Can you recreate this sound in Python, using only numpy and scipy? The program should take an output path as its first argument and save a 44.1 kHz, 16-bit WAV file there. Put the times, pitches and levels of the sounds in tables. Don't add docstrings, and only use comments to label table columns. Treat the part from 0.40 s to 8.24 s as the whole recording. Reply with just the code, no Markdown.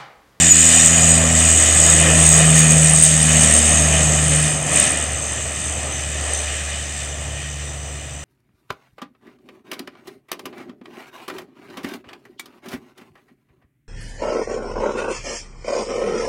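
import sys
import numpy as np
from scipy import signal
from scipy.fft import rfft, irfft, next_fast_len
from scipy.io import wavfile
from scipy.ndimage import uniform_filter1d, map_coordinates

SR = 44100
rng = np.random.default_rng(int(sys.argv[2]) if len(sys.argv) > 2 else 0)


def store_wav(level_fs):
    pcm = np.round(np.clip(np.atleast_2d(level_fs), -1, 1) * 32767)
    wavfile.write(sys.argv[1], SR, pcm.T.astype(np.int16))


def magnitude_from_level(level_db):
    exponent = np.asarray(level_db, float) / 20
    return 10 ** exponent


N = 345744

# time_s, rate_hz
BLADE_RATE = [(0.0, 82.41), (0.98, 80.84), (1.96, 79.17), (2.94, 77.62), (3.92, 76.21), (4.9, 74.89),
              (5.88, 73.65), (6.86, 72.65), (7.84, 72.29)]
# order, middle_s, half_length_s, peak_db
TONE_BEAMS = [(1, .06, .18, -27), (1, 1.01, .44, -20.4), (1, 1.79, .24, -22.2), (1, 2.44, .22, -25.5),
              (1, 2.97, .18, -26.9), (1, 3.51, .36, -20.6), (1, 4.33, .12, -37), (1, 4.65, .09, -33),
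              (1, 5.0, .35, -34), (1, 5.85, .35, -30), (1, 7.0, .7, -31.5), (2, -.11, .24, -21),
              (2, .72, .27, -21.4), (2, 1.91, .34, -18.2), (2, 2.36, .26, -16.2), (2, 2.94, .18, -17.2),
              (2, 3.59, .53, -22.9), (2, 3.97, .11, -28.9), (2, 5.71, .08, -40), (2, 7.2, .65, -38),
              (3, .3, .75, -28.6), (3, .89, .13, -33.4), (3, 1.76, .09, -32), (3, 2.21, .13, -28.5),
              (3, 3.05, .22, -26.5), (3, 3.71, .11, -41), (4, .13, .13, -34.4), (4, .51, .16, -41),
              (4, 1.26, .28, -36), (4, 1.69, .14, -33.4)]
# order, middle_s, half_length_s, peak_db
UNEVEN_BLADES = [
    (1.5, .72, .2, -35),
    (1.5, 1.9, .4, -41),
    (2.5, 1.25, .35, -38),
    (2.5, 3.3, .5, -39),
    (5, 1.94, .37, -40),
]
# time_s, mid_roar_db, brightness_db
GRASS_PATH = [(0, -24, 3), (.4, -22.5, 1.5), (.85, -25.5, 0), (1.3, -24.5, 1), (1.7, -21.5, -0.9),
              (2.05, -23, 0.4), (2.4, -23.5, -1.7), (2.65, -25.5, 1.5), (3.0, -23.1, 0.3), (3.7, -24.6, -2),
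              (4.05, -26.5, -.7), (4.25, -30.5, -3), (4.37, -22.5, 0.2), (4.72, -32, -1.2),
              (5.6, -32.5, -0.1), (5.97, -31, 1.2), (6.75, -35.5, 0.9), (7.84, -39.5, 0.2)]
# middle_s, half_length_s, shrill_db, whine_db
EDDY_EVENTS = [(0.112, 0.013, -4, 9), (0.378, 0.16, 0, 4.5), (0.467, 0.0079, 7.5, 1.0),
               (0.539, 0.027, -9, 3.5), (0.716, 0.035, 3, 3.5), (1.112, 0.091, 4.5, 1.5),
               (1.42, 0.11, 1.5, 5), (1.681, 0.068, -4, 0), (1.923, 0.056, 4.5, 4.5), (2.19, 0.027, 4, 7),
               (2.313, 0.012, 2.5, 6), (2.526, 0.012, -2, -8), (2.583, 0.14, 7.0, 1.5),
               (2.648, 0.017, 6, 6), (2.719, 0.035, -2, 3.5), (2.829, 0.011, 5, -3), (3.032, 0.012, 3.5, 3),
               (3.208, 0.14, 5, 2), (3.228, 0.018, -4.5, 0), (3.416, 0.065, -2, 4), (3.72, 0.095, 1, 3.5),
               (4.059, 0.12, 5, 1.5), (4.28, 0.02, 2, 2.0), (4.407, 0.048, 3.5, -0.5),
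               (4.859, 0.12, 2, 2.5), (5.216, 0.12, 3, 1), (5.966, 0.035, 2.5, 4.5), (6.602, 0.035, 3.5, 3),
               (7.234, 0.12, 1.5, 1.5), (7.747, 0.12, 0, 1.5)]
# centre_hz, width_hz, gain_db
BODY_MODES = [(312, 82, -9), (640, 250, -1), (1279, 300, -5.5), (1870, 383, 2.5), (2474, 223, 1),
              (2950, 380, 0.5), (3570, 210, -9), (4135, 230, -8), (4550, 290, -6.5), (5030, 260, -5.5),
              (5630, 250, -2.5)]
# freq_hz, density_db
RUMBLE_SPECTRUM = [(30, -36), (55, -19), (70, -2), (105, 0), (135, 2.5), (170, -16), (260, -9.5),
                   (400, -19.5)]
# freq_hz, density_db
GROWL_SPECTRUM = [(130, -7), (175, 0.5), (240, -4.5), (310, -4), (370, -26)]
# freq_hz, density_db
LOW_SPECTRUM = [(260, -49), (320, -3.5), (380, -1.5), (500, -3), (800, -2), (1400, -9.5), (2000, -46)]
# freq_hz, density_db
MID_SPECTRUM = [(700, -12.5), (1100, -8.5), (1800, -0.5), (3000, -0.5), (3800, -14), (4500, -34)]
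# freq_hz, density_db
UPPER_SPECTRUM = [(2800, -32), (3500, 5.5), (4500, -1), (5700, -0.5), (6100, -5), (6600, -38)]
# time_s, centre_hz, chop_depth_db
SHRILL_BAND = [(0, 7700, 12), (.5, 7740, 7), (1, 8030, 6), (1.5, 8250, 10.5), (2, 8370, 7),
               (2.5, 8500, 5.5), (3, 8470, 6), (3.7, 8540, 4), (4.1, 8820, 2.5), (4.5, 8680, 10.5),
               (5, 8340, 4.5), (6, 8410, 5), (7.84, 8020, 3)]
# time_s, lag_turns
CHOP_SLIP = [(0, -.35), (.9, -.44), (1.7, -.28), (2.5, -.47), (3.3, -.63), (3.7, -.63), (4.1, -.28),
             (4.5, -.13), (5.3, .05), (6.1, .35), (7.84, .52)]
# middle_s, gain_db, half_length_s
FOCUSED_BURSTS = [
    (2.625, 5, .012),
    (2.830, 6, .004),
    (4.401, 2.5, .003),
    (5.937, 14, .0015),
]
# freq_hz, gain_db
MIC_PORT = [(5000, 10), (8300, -2), (8750, 0.5), (9100, -6), (9800, -14), (11000, -22)]
# freq_hz, density_db
HISS_SPECTRUM = [(5600, -63), (6000, -4), (6400, -1), (7200, 3.5), (8300, 6.5), (8900, -2), (9600, -12.5),
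                 (10400, -23), (11500, -28), (13000, -25), (15800, -36)]
# freq_hz, density_db
EDGE_SPECTRUM = [(4500, -14), (4900, 3), (5300, -3.5), (5800, -0.5), (6200, 3), (6600, -30)]
# freq_hz, density_db
FLOOR_SPECTRUM = [(20, -12), (60, -11), (300, 2), (3000, -12), (10000, -29), (16000, -25)]


def unit(x):
    return x / np.sqrt(np.mean(np.abs(x) ** 2) + 1e-20)


def curves(rows):
    time_s, *columns = np.transpose(rows)
    return [np.interp(np.arange(N) / SR, time_s, column) for column in columns]


def wobble(rate_hz):
    knots = rng.standard_normal(int(N * rate_hz / SR) + 4)
    return map_coordinates(knots, [np.arange(N) * rate_hz / SR])


def bell(middle_s, half_s):
    return np.exp(-0.5 * ((np.arange(N) / SR - middle_s) / half_s) ** 2)


def filtered(x, response):
    m = next_fast_len(N + 8192)
    spectrum = rfft(x, m) * response(np.fft.rfftfreq(m, 1 / SR))
    return irfft(spectrum, m)[..., :N]


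def camera_body(hz):
    return sum(magnitude_from_level(db) * 1j * hz * width / (centre * centre - hz * hz + 1j * hz * width)
               for centre, width, db in BODY_MODES)


def rush(spectrum, patchy_db, through=np.ones_like):
    z = signal.stft(rng.standard_normal(N), nperseg=512)[2]
    field = uniform_filter1d(rng.standard_normal(z.shape), size=7, axis=0)
    field = uniform_filter1d(field, size=8, axis=1)
    x = signal.istft(z * magnitude_from_level(patchy_db * unit(field)), nperseg=512)[1][:N]
    freq_hz, density_db = np.transpose(spectrum)

    def colour(hz):
        return through(hz) * magnitude_from_level(np.interp(np.log(hz + 1), np.log(freq_hz), density_db, -120, -120))

    return unit(filtered(x, colour))


def fuzzy_tone(hz, width_hz):
    a, b = filtered(rng.standard_normal((2, N)), lambda f: np.exp(-0.5 * (f / width_hz) ** 2))
    carrier = np.exp(2j * np.pi * np.cumsum(hz) / SR)
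    return unit(np.real((a + 1j * b) * carrier))


def follow(db, growth, tilt, fade_db_per_s):
    level_db, bright_db = curves(GRASS_PATH)
    return db + growth * (level_db + 28) + tilt * bright_db - fade_db_per_s * np.arange(N) / SR


def eddies():
    return sum(np.outer(db, bell(middle_s, half_s)) for middle_s, half_s, *db in EDDY_EVENTS)


def propellers(turn):
    cancel_s = [1.2, 3.22]
    tones = 0
    for k in range(1, 5):
        size = 0
        for order, middle_s, half_s, db in TONE_BEAMS:
            if round(order) == k:
                sign = (-1) ** np.searchsorted(cancel_s, middle_s) if k == 2 else 1
                size = size + sign * magnitude_from_level(db) * bell(middle_s, half_s)
        flutter = magnitude_from_level(0.7 * wobble(9.8))
        tones = tones + size * flutter * np.cos(k * turn + 0.76 * (k - 1))
    uneven = sum(magnitude_from_level(db) * bell(middle_s, half_s) * np.cos(order * turn)
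                 for order, middle_s, half_s, db in UNEVEN_BLADES)
    return np.sqrt(2) * (tones + uneven)


def slipstream_growl():
    growl_db = follow(-39.5, growth=1.15, tilt=-0.4, fade_db_per_s=0.3)
    beam_db = 6.5 * bell(middle_s=3.74, half_s=1.2)
    return magnitude_from_level(growl_db + beam_db) * rush(GROWL_SPECTRUM, 1.9)


def roar(turn, eddy_db):
    rumble_db = follow(-33, growth=-0.05, tilt=-2, fade_db_per_s=0.88)
    low_db = follow(-30, growth=0.9443, tilt=-1.07, fade_db_per_s=0.36)
    mid_db = follow(-28, growth=1.09, tilt=0.43, fade_db_per_s=0.02)
    upper_db = follow(-35.5, growth=1.06, tilt=1.44, fade_db_per_s=0.02) + 0.31 * eddy_db.sum(0)
    flutter = wobble(14)
    beat = np.cos(turn - 2.3)
    rumble = magnitude_from_level(rumble_db + 0.76 * wobble(5)) * rush(RUMBLE_SPECTRUM, 1.0)
    low = magnitude_from_level(low_db + 1.16 * wobble(4.93) + 0.23 * flutter) * rush(LOW_SPECTRUM, 1.0, camera_body)
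    mid_db = mid_db + 0.35 * wobble(6) + 0.9 * flutter + 0.72 * beat
    mid = magnitude_from_level(mid_db) * rush(MID_SPECTRUM, 0.75, camera_body)
    upper = magnitude_from_level(upper_db + 0.56 * flutter + 1.3 * beat) * rush(UPPER_SPECTRUM, 1.0, camera_body)
    return rumble + low + mid + upper


def shrill_band(phase, flutter, eddy_db):
    level_db = follow(-26, growth=1.54, tilt=-0.06, fade_db_per_s=0.13)
    level_db = level_db + 1.62 * eddy_db[0] + 0.78 * wobble(18)
    centre_hz, depth_db = curves(SHRILL_BAND)
    chop_db = depth_db * (np.cos(phase) + 0.36 * np.cos(2 * phase))
    gate = magnitude_from_level(chop_db + 0.29 * flutter + 1.7 * wobble(70))
    sweep_hz = 260 * np.sin(phase) + 190 * wobble(35)
    focus_db = sum(db * bell(middle_s, half_s) for middle_s, db, half_s in FOCUSED_BURSTS)
    chopped = unit(gate * fuzzy_tone(centre_hz + sweep_hz, width_hz=290))
    shrill = magnitude_from_level(level_db - 1.5 + focus_db) * chopped
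    return filtered(shrill, lambda hz: magnitude_from_level(np.interp(hz, *np.transpose(MIC_PORT))))


def turbine(rate_hz, turn, eddy_db):
    phase = turn - 2 * np.pi * curves(CHOP_SLIP)[0] + 0.16 * wobble(8.5)
    flutter = wobble(22)
    whine_db = follow(-22.5, growth=0.65, tilt=0.75, fade_db_per_s=2)
    whine_db = whine_db + 1.4 * eddy_db[1] + 1.8 * wobble(11)
    hiss_db = follow(-24.5, growth=1.11, tilt=0.4, fade_db_per_s=0.99) + 0.39 * eddy_db.sum(0)

    whine_hz = 84.1 * rate_hz
    whine = fuzzy_tone(whine_hz + 25 * wobble(15), width_hz=85)
    whine = magnitude_from_level(whine_db - 2.5 + 0.47 * wobble(30) + 0.2 * np.cos(phase)) * whine
    octave = magnitude_from_level((whine_db + hiss_db) / 2 - 31.5) * fuzzy_tone(2 * whine_hz, width_hz=450)
    hiss = magnitude_from_level(hiss_db + 4 + 0.5 * flutter + 1.76 * np.cos(phase)) * rush(HISS_SPECTRUM, 1.25)
    edge = magnitude_from_level(hiss_db - 14.5 + 0.24 * flutter) * rush(EDGE_SPECTRUM, 2.8, camera_body)
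    return shrill_band(phase, flutter, eddy_db) + whine + octave + hiss + edge


def quiet_field():
    return magnitude_from_level(-46) * rush(FLOOR_SPECTRUM, 0.6)


def scene():
    rate_hz, = curves(BLADE_RATE)
    turn = 2 * np.pi * np.cumsum(rate_hz) / SR - np.pi / 2
    eddy_db = eddies()
    aircraft = propellers(turn) + slipstream_growl() + roar(turn, eddy_db) + turbine(rate_hz, turn, eddy_db)
    return (aircraft + quiet_field())[None]


def band_limit(x):
    return signal.sosfilt(signal.butter(12, 15750, fs=SR, output="sos"), x)


def record(dry):
    reaction_s, threshold_db, duck_share = 0.06, -10, 0.51

    def smooth(v):
        return uniform_filter1d(v, size=int(reaction_s * SR))

    power_db = 10 * np.log10(np.abs(smooth(dry ** 2)) + 1e-12)
    excess_db = np.maximum(power_db - threshold_db, 0)
    ducked = dry * magnitude_from_level(-duck_share * smooth(excess_db))
    clipped = ducked / (1 + np.abs(ducked / 0.93) ** 9) ** (1 / 9)
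    mix = filtered(clipped, lambda hz: hz < 15750)
    return band_limit(mix)


dry = scene()
out = record(dry)
store_wav(out)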